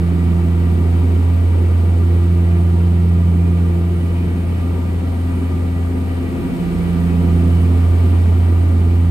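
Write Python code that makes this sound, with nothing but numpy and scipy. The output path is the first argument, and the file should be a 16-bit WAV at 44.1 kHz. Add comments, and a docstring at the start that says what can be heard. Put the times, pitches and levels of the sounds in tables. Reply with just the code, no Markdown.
"""Inside the cabin of a twin turboprop in the climb, two close microphones beside a window.
Two three-blade propellers turn at almost the same speed, so their blade tones beat slowly. The trim
buzzes and the gearbox whines; these and the blade tones swell and fade as the microphones shift nearer
the wall and away. Airflow booms, rumbles and hisses through the wall, over a shaft hum and a faint whistle.
"""
import sys
import numpy as np
from scipy import signal
from scipy.fft import rfft, irfft, next_fast_len
from scipy.io import wavfile

SR = 44100
rng = np.random.default_rng(int(sys.argv[2]) if len(sys.argv) > 2 else 0)


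def wav_out(sig):
    """Save sig, one row per channel (or a flat mono array), as 16-bit PCM at SR to the path in sys.argv[1]."""
    wavfile.write(sys.argv[1], SR, np.round(np.clip(np.atleast_2d(sig).T, -1, 1) * 32767).astype(np.int16))


N = 401310
TIME = np.arange(N) / SR
BLADES = 3

# Stereo image by frequency, with a hollow, out-of-phase band of hiss near 10-11 kHz:
# (frequency [Hz], likeness [0-1], left lead [rad], left over right [dB])
STEREO_IMAGE = [(30, .985, 0, -1), (70, .99, 0, -1.5), (220, .95, 0, -1.5), (400, .6, .2, 0),
                (520, .15, 0, 3), (800, .45, -1.1, 1), (1000, .2, -1.5, 2), (1200, .83, 0, 2),
                (1500, .45, -2.6, -1), (1680, .4, -2.4, 0), (1780, .3, -1, 0), (1940, .75, -2.2, 0),
                (2100, .4, -2.2, 1), (2300, .5, -.3, 2), (2440, .5, -2, 3), (2650, .3, 0, 2),
                (2930, .6, -2.3, 1), (3030, .4, -.5, 1), (3090, .5, -2.4, 1), (3300, .2, -2.5, 0),
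                (4000, .2, 0, 1), (6000, .2, 0, -1.5), (6800, .5, 0, -1), (7000, .93, 0, -.5),
                (8100, .93, 0, 0), (8400, .6, -.5, 0), (9400, .89, -2.2, 0), (9600, .9, -2.6, 0),
                (9700, 1, -np.pi, 0), (11000, 1, -np.pi, 0), (11100, .9, -3.2, 0), (11600, .8, -3.4, 0),
                (11900, .72, -4.4, 0), (12350, .5, -5, 0), (12500, 1, -2 * np.pi, 0),
                (14400, 1, -2 * np.pi, 0), (14550, .8, -6.28, 0), (15050, .3, -6.28, 0),
                (15250, .75, -9.4, 0)]
# Hum and air at the seat: (time [s], hum at twice the shaft rate [dB], airflow hiss on the wall [dB])
CABIN_LEVELS = [(0, -47, -39), (1, -43, -38.5), (3.4, -44.5, -40), (4.6, -41, -39.5), (6, -38, -39.5),
                (6.8, -31, -37), (7.5, -36, -37), (8.2, -38, -37.5), (9.1, -36, -39.5)]


def propeller(blade_hz, start_rad, tones, gains_db):
    """Blade tones, each by its own path to either microphone, and the phase of the blade passes."""
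    blade_phase = start_rad + 2 * np.pi * np.cumsum(blade_hz) / SR
    out = np.zeros((2, N))
    for k, left_db, right_db, left_rad, right_rad in tones:
        tone = np.cos(round(k) * blade_phase + [[left_rad], [right_rad]])
        out += tone * from_db([[left_db], [right_db]]) * from_db(gains_db.get(round(k), 0))
    return np.sqrt(2) * out, blade_phase


def twin_propellers(gains_db):
    """Two propellers beating through the cabin; also gives the right one's blade phase and rate."""
    # The governors hunt a little: (time [s], left blade rate [Hz], right blade rate [Hz])
    blade_rates = [(0.0, 85.922, 85.81), (0.7, 85.929, 85.793), (1.4, 85.881, 85.792),
                   (2.1, 86.093, 85.883), (2.8, 86.026, 85.976), (3.5, 86.155, 85.833),
                   (4.2, 86.012, 85.955), (4.9, 85.973, 85.938), (5.6, 85.984, 86.011),
                   (6.3, 86.203, 85.989), (7.0, 86.256, 85.926), (7.7, 86.267, 86.001),
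                   (8.4, 86.07, 86.069), (9.1, 86.16, 86.013)]
    # Each propeller's tones at the microphones:
    # (harmonic, left base level [dB], right base level [dB], left lead [rad], right lead [rad])
    left_tones = [(1, -17.6, -16.8, .14, .29), (2, -25.6, -23.4, .14, .5), (3, -35.4, -34.2, .91, .9),
                  (4, -41.5, -38, 2.2, 2.0), (5, -50, -56, 0, 1), (6, -52, -58, 0, 3), (7, -60, -60, 0, 3),
                  (8, -58, -60, 0, 1), (9, -57, -60, 0, 1), (10, -60, -63, 0, 2)]
    right_tones = [(1, -18.7, -16.6, -.04, -.14), (2, -27.6, -24.7, 1.38, 1.76),
                   (3, -39.3, -40.8, 1.37, 1.2), (4, -41.5, -38, 1.2, 1.07), (5, -46, -47, 0, 1),
                   (6, -49, -58, 0, 3), (7, -57, -59, 0, 3), (8, -55, -60, 0, 1), (9, -53, -55.5, 0, 1),
                   (10, -56.5, -59, 0, 2), (11, -59, -61, 0, 2), (14, -56, -58, 0, 0)]
    left_hz, right_hz = in_time(blade_rates)
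    left, _ = propeller(left_hz, start_rad=.25, tones=left_tones, gains_db=gains_db)
    right, right_phase = propeller(right_hz, start_rad=2.42, tones=right_tones, gains_db=gains_db)
    return left + right, right_phase, right_hz


def turbulence(spectrum, edges_hz, patchy_db):
    """Air noise through the wall, partly alike in both channels; each band flickers; mono rms 1."""
    # Wall and window resonances and dips: (frequency [Hz], width [Hz], gain [dB])
    wall_modes = [(73.6, 8.7, -6), (138, 25, 3.5), (189, 22, 3.5), (223.5, 30, -2.5), (270, 23, 3.5),
                  (326.4, 42, -4.5), (356, 52, 4.5), (425, 12, -5), (458, 33, 2.5), (587, 37, -1.5),
                  (2623, 80, -9), (8490, 540, 5.5), (676.4, 17.6, 8.5), (963, 34, 7.5), (1192, 75, 9),
                  (1365, 20, 6), (1946, 43, 9), (2280, 68, 4.5), (2666, 81, 5), (3050, 45, 7.5),
                  (1760, 120, -3), (9455, 540, 13), (11780, 400, 8)]
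    size = next_fast_len(N)
    hz = np.maximum(np.arange(size // 2 + 1) * SR / size, 1)
    wall_db = sum(db / (1 + (2 * (hz - f) / width) ** 2) for f, width, db in wall_modes)
    alike, lead, tilt_db = at_hz(STEREO_IMAGE, hz)
    alike = np.clip(alike, 0, 1)
    shared, own = rfft(rng.standard_normal((2, size)))
    left = shared * np.exp(1j * lead) * from_db(tilt_db / 2)
    right = (alike * shared + np.sqrt(1 - alike ** 2) * own) * from_db(-tilt_db / 2)
    pair = from_db(at_hz(spectrum, hz)[0] + wall_db) * np.array([left, right])
    together = drift(1.9)
    out = 0
    for low, high in zip(edges_hz, edges_hz[1:]):
        band = irfft(pair * ((hz >= low) & (hz < high)), size)[:, :N]
        out = out + band * from_db(patchy_db * (0.2 * together + drift(17.6)))
    return out / np.sqrt(np.mean(out.mean(0) ** 2))


def airflow(blade_phase):
    """Air rushing along the outside of the wall: boom, rumble and hiss swell together."""
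    # Spectra before the wall colours them: (frequency [Hz], relative density [dB])
    boom_shape = [(15, -24), (24, -15.5), (30, -8.5), (45, -2), (62, -0.5), (80, -4.5), (110, -28.5)]
    rumble_shape = [(50, -38), (75, -2.5), (110, -4.5), (150, -6.5), (220, 1), (300, -5), (400, -8.5),
                    (520, -14), (800, -30.5)]
    hiss_shape = [(300, -4.5), (500, -2.5), (800, 0), (1000, -4.5), (1130, -8.5), (1500, -5.5), (1800, -8),
                  (2600, -10.5), (3300, -15), (4500, -19), (6000, -26), (8500, -25.5), (11000, -27),
                  (12300, -26), (12450, -29), (15600, -29)]
    _, hiss_db = in_time(CABIN_LEVELS)
    swell_db = hiss_db - hiss_db.mean()
    boom = from_db(-37.5 + 1.3 * swell_db) * turbulence(boom_shape, [15, 120], patchy_db=-0.7)
    rumble = from_db(-26 + 0.76 * swell_db) * turbulence(rumble_shape, [45, 200, 450, 900], patchy_db=1.63)
    hiss = turbulence(hiss_shape, [300, 700, 1400, 2800, 5600, 8800, 11500, 16500], patchy_db=.45)
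    throb = 1 + .04 * np.cos(blade_phase)   # each blade wake sweeps the wall
    return boom + rumble + from_db(hiss_db) * throb * hiss


def shaft_hum(blade_phase, blade_hz):
    """A propeller shaft hums low, once and twice a turn."""
    twice_db, _ = in_time(CABIN_LEVELS)
    angle, shaft_hz = blade_phase / BLADES, blade_hz.mean() / BLADES
    once = wavering_tone(angle, shaft_hz, level_db=-46, waver_db=.7)
    twice = wavering_tone(2 * angle, 2 * shaft_hz, twice_db, waver_db=2.5)
    return once + twice


def trim_buzz(blade_hz=85.92):
    """The cabin trim buzzes thinly at high multiples of a steady blade rate."""
    # Buzz partials: (multiple, base level at the start [dB], at the end [dB])
    partials = [(100, -76, -76), (104, -75, -75), (108, -72, -74), (109, -63, -68), (110, -72, -61),
                (111, -73, -73), (116.67, -76, -76), (117.67, -80, -80), (122.64, -77, -77),
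                (127, -78, -78), (136, -73, -73), (137, -73, -73), (138, -71, -71), (139, -72, -72),
                (141, -79, -79), (143, -77, -77)]
    phase = 2 * np.pi * blade_hz * TIME + .004 * drift(2)
    return sum(wavering_tone(k * phase, k * blade_hz, np.linspace(first_db, last_db, N), waver_db=3.5)
               for k, first_db, last_db in partials)


def gearbox_whine():
    """High gearbox tones, wandering a little in phase."""
    # Gear tones: (frequency [Hz], base level [dB])
    gear_tones = [(2439, -63), (2525, -68), (2926, -68), (9507, -74), (9593, -69), (9624, -75)]
    return sum(wavering_tone(2 * np.pi * hz * TIME + 1.5 * drift(3.4), hz, db, waver_db=6.0)
               for hz, db in gear_tones)


def whistle():
    """A faint tone in the background that drifts upward."""
    # The whistle's course: (time [s], pitch [Hz], level [dB])
    course = [(0, 929, -55), (4.3, 931, -56), (5.6, 948, -59), (7, 960, -57), (9.1, 962, -58)]
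    hz, level_db = in_time(course)
    phase = 2 * np.pi * np.cumsum(hz) / SR + .6 * drift(3)
    return wavering_tone(phase, hz.mean(), level_db, waver_db=5.0)


def wavering_tone(phase, hz, level_db, waver_db):
    """A tone of unsteady level, placed in the stereo image by its pitch."""
    _, lead, tilt_db = at_hz(STEREO_IMAGE, hz)
    start = rng.uniform(0, 2 * np.pi)
    pair = np.cos(phase + start + np.array([[lead], [0]])) * from_db([[tilt_db / 2], [-tilt_db / 2]])
    return np.sqrt(2) * from_db(level_db + waver_db * drift(4)) * pair


def drift(rate_hz):
    """Slow random wander of spread 1, smoothed above rate_hz."""
    pole = np.exp(-80 * np.pi * rate_hz / SR)   # one step per 40 samples
    noise = rng.standard_normal(N // 40 + 2002)
    slow = signal.lfilter([1], [1, -2 * pole, pole * pole], noise)[2000:]
    return np.interp(np.arange(N) / 40, np.arange(len(slow)), slow / slow.std())


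def from_db(db):
    """Decibels to gain."""
    return 10 ** (np.asarray(db) / 20)


def in_time(rows):
    """Columns of a time table, sample by sample."""
    times, *columns = np.transpose(rows)
    return [np.interp(TIME, times, c) for c in columns]


def at_hz(rows, hz):
    """Columns of a frequency table, read on a log axis."""
    freqs, *columns = np.transpose(rows)
    return [np.interp(np.log(hz), np.log(freqs), c) for c in columns]


def scene():
    """The window seat: propellers, buzz and whine grow as the microphones near the wall."""
    # The microphones shift: (time [s], wall closeness [dB], third blade tone gain [dB], fourth [dB])
    mic_spots = [(0, -.1, -6, 2), (1.4, -.6, 7.5, 2), (2.8, -1.2, -6, 3.5), (4.2, .3, -4, 1),
                 (5.8, 1.3, 2.5, -4), (7.2, 1.1, 3.5, 1.5), (9.1, -.7, 8, -1)]
    close_db, third_db, fourth_db = in_time(mic_spots)
    propellers, right_phase, right_hz = twin_propellers({3: third_db, 4: fourth_db})
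    near_wall = from_db(close_db) * (propellers + trim_buzz() + gearbox_whine())
    return near_wall + airflow(right_phase) + whistle() + shaft_hum(right_phase, right_hz)


def record(dry, cutoff_hz=15640):
    """A steep low-pass takes the very top off both channels."""
    return signal.sosfilt(signal.ellip(14, .03, 70, cutoff_hz, fs=SR, output="sos"), dry)


dry = scene()
out = record(dry)
wav_out(out)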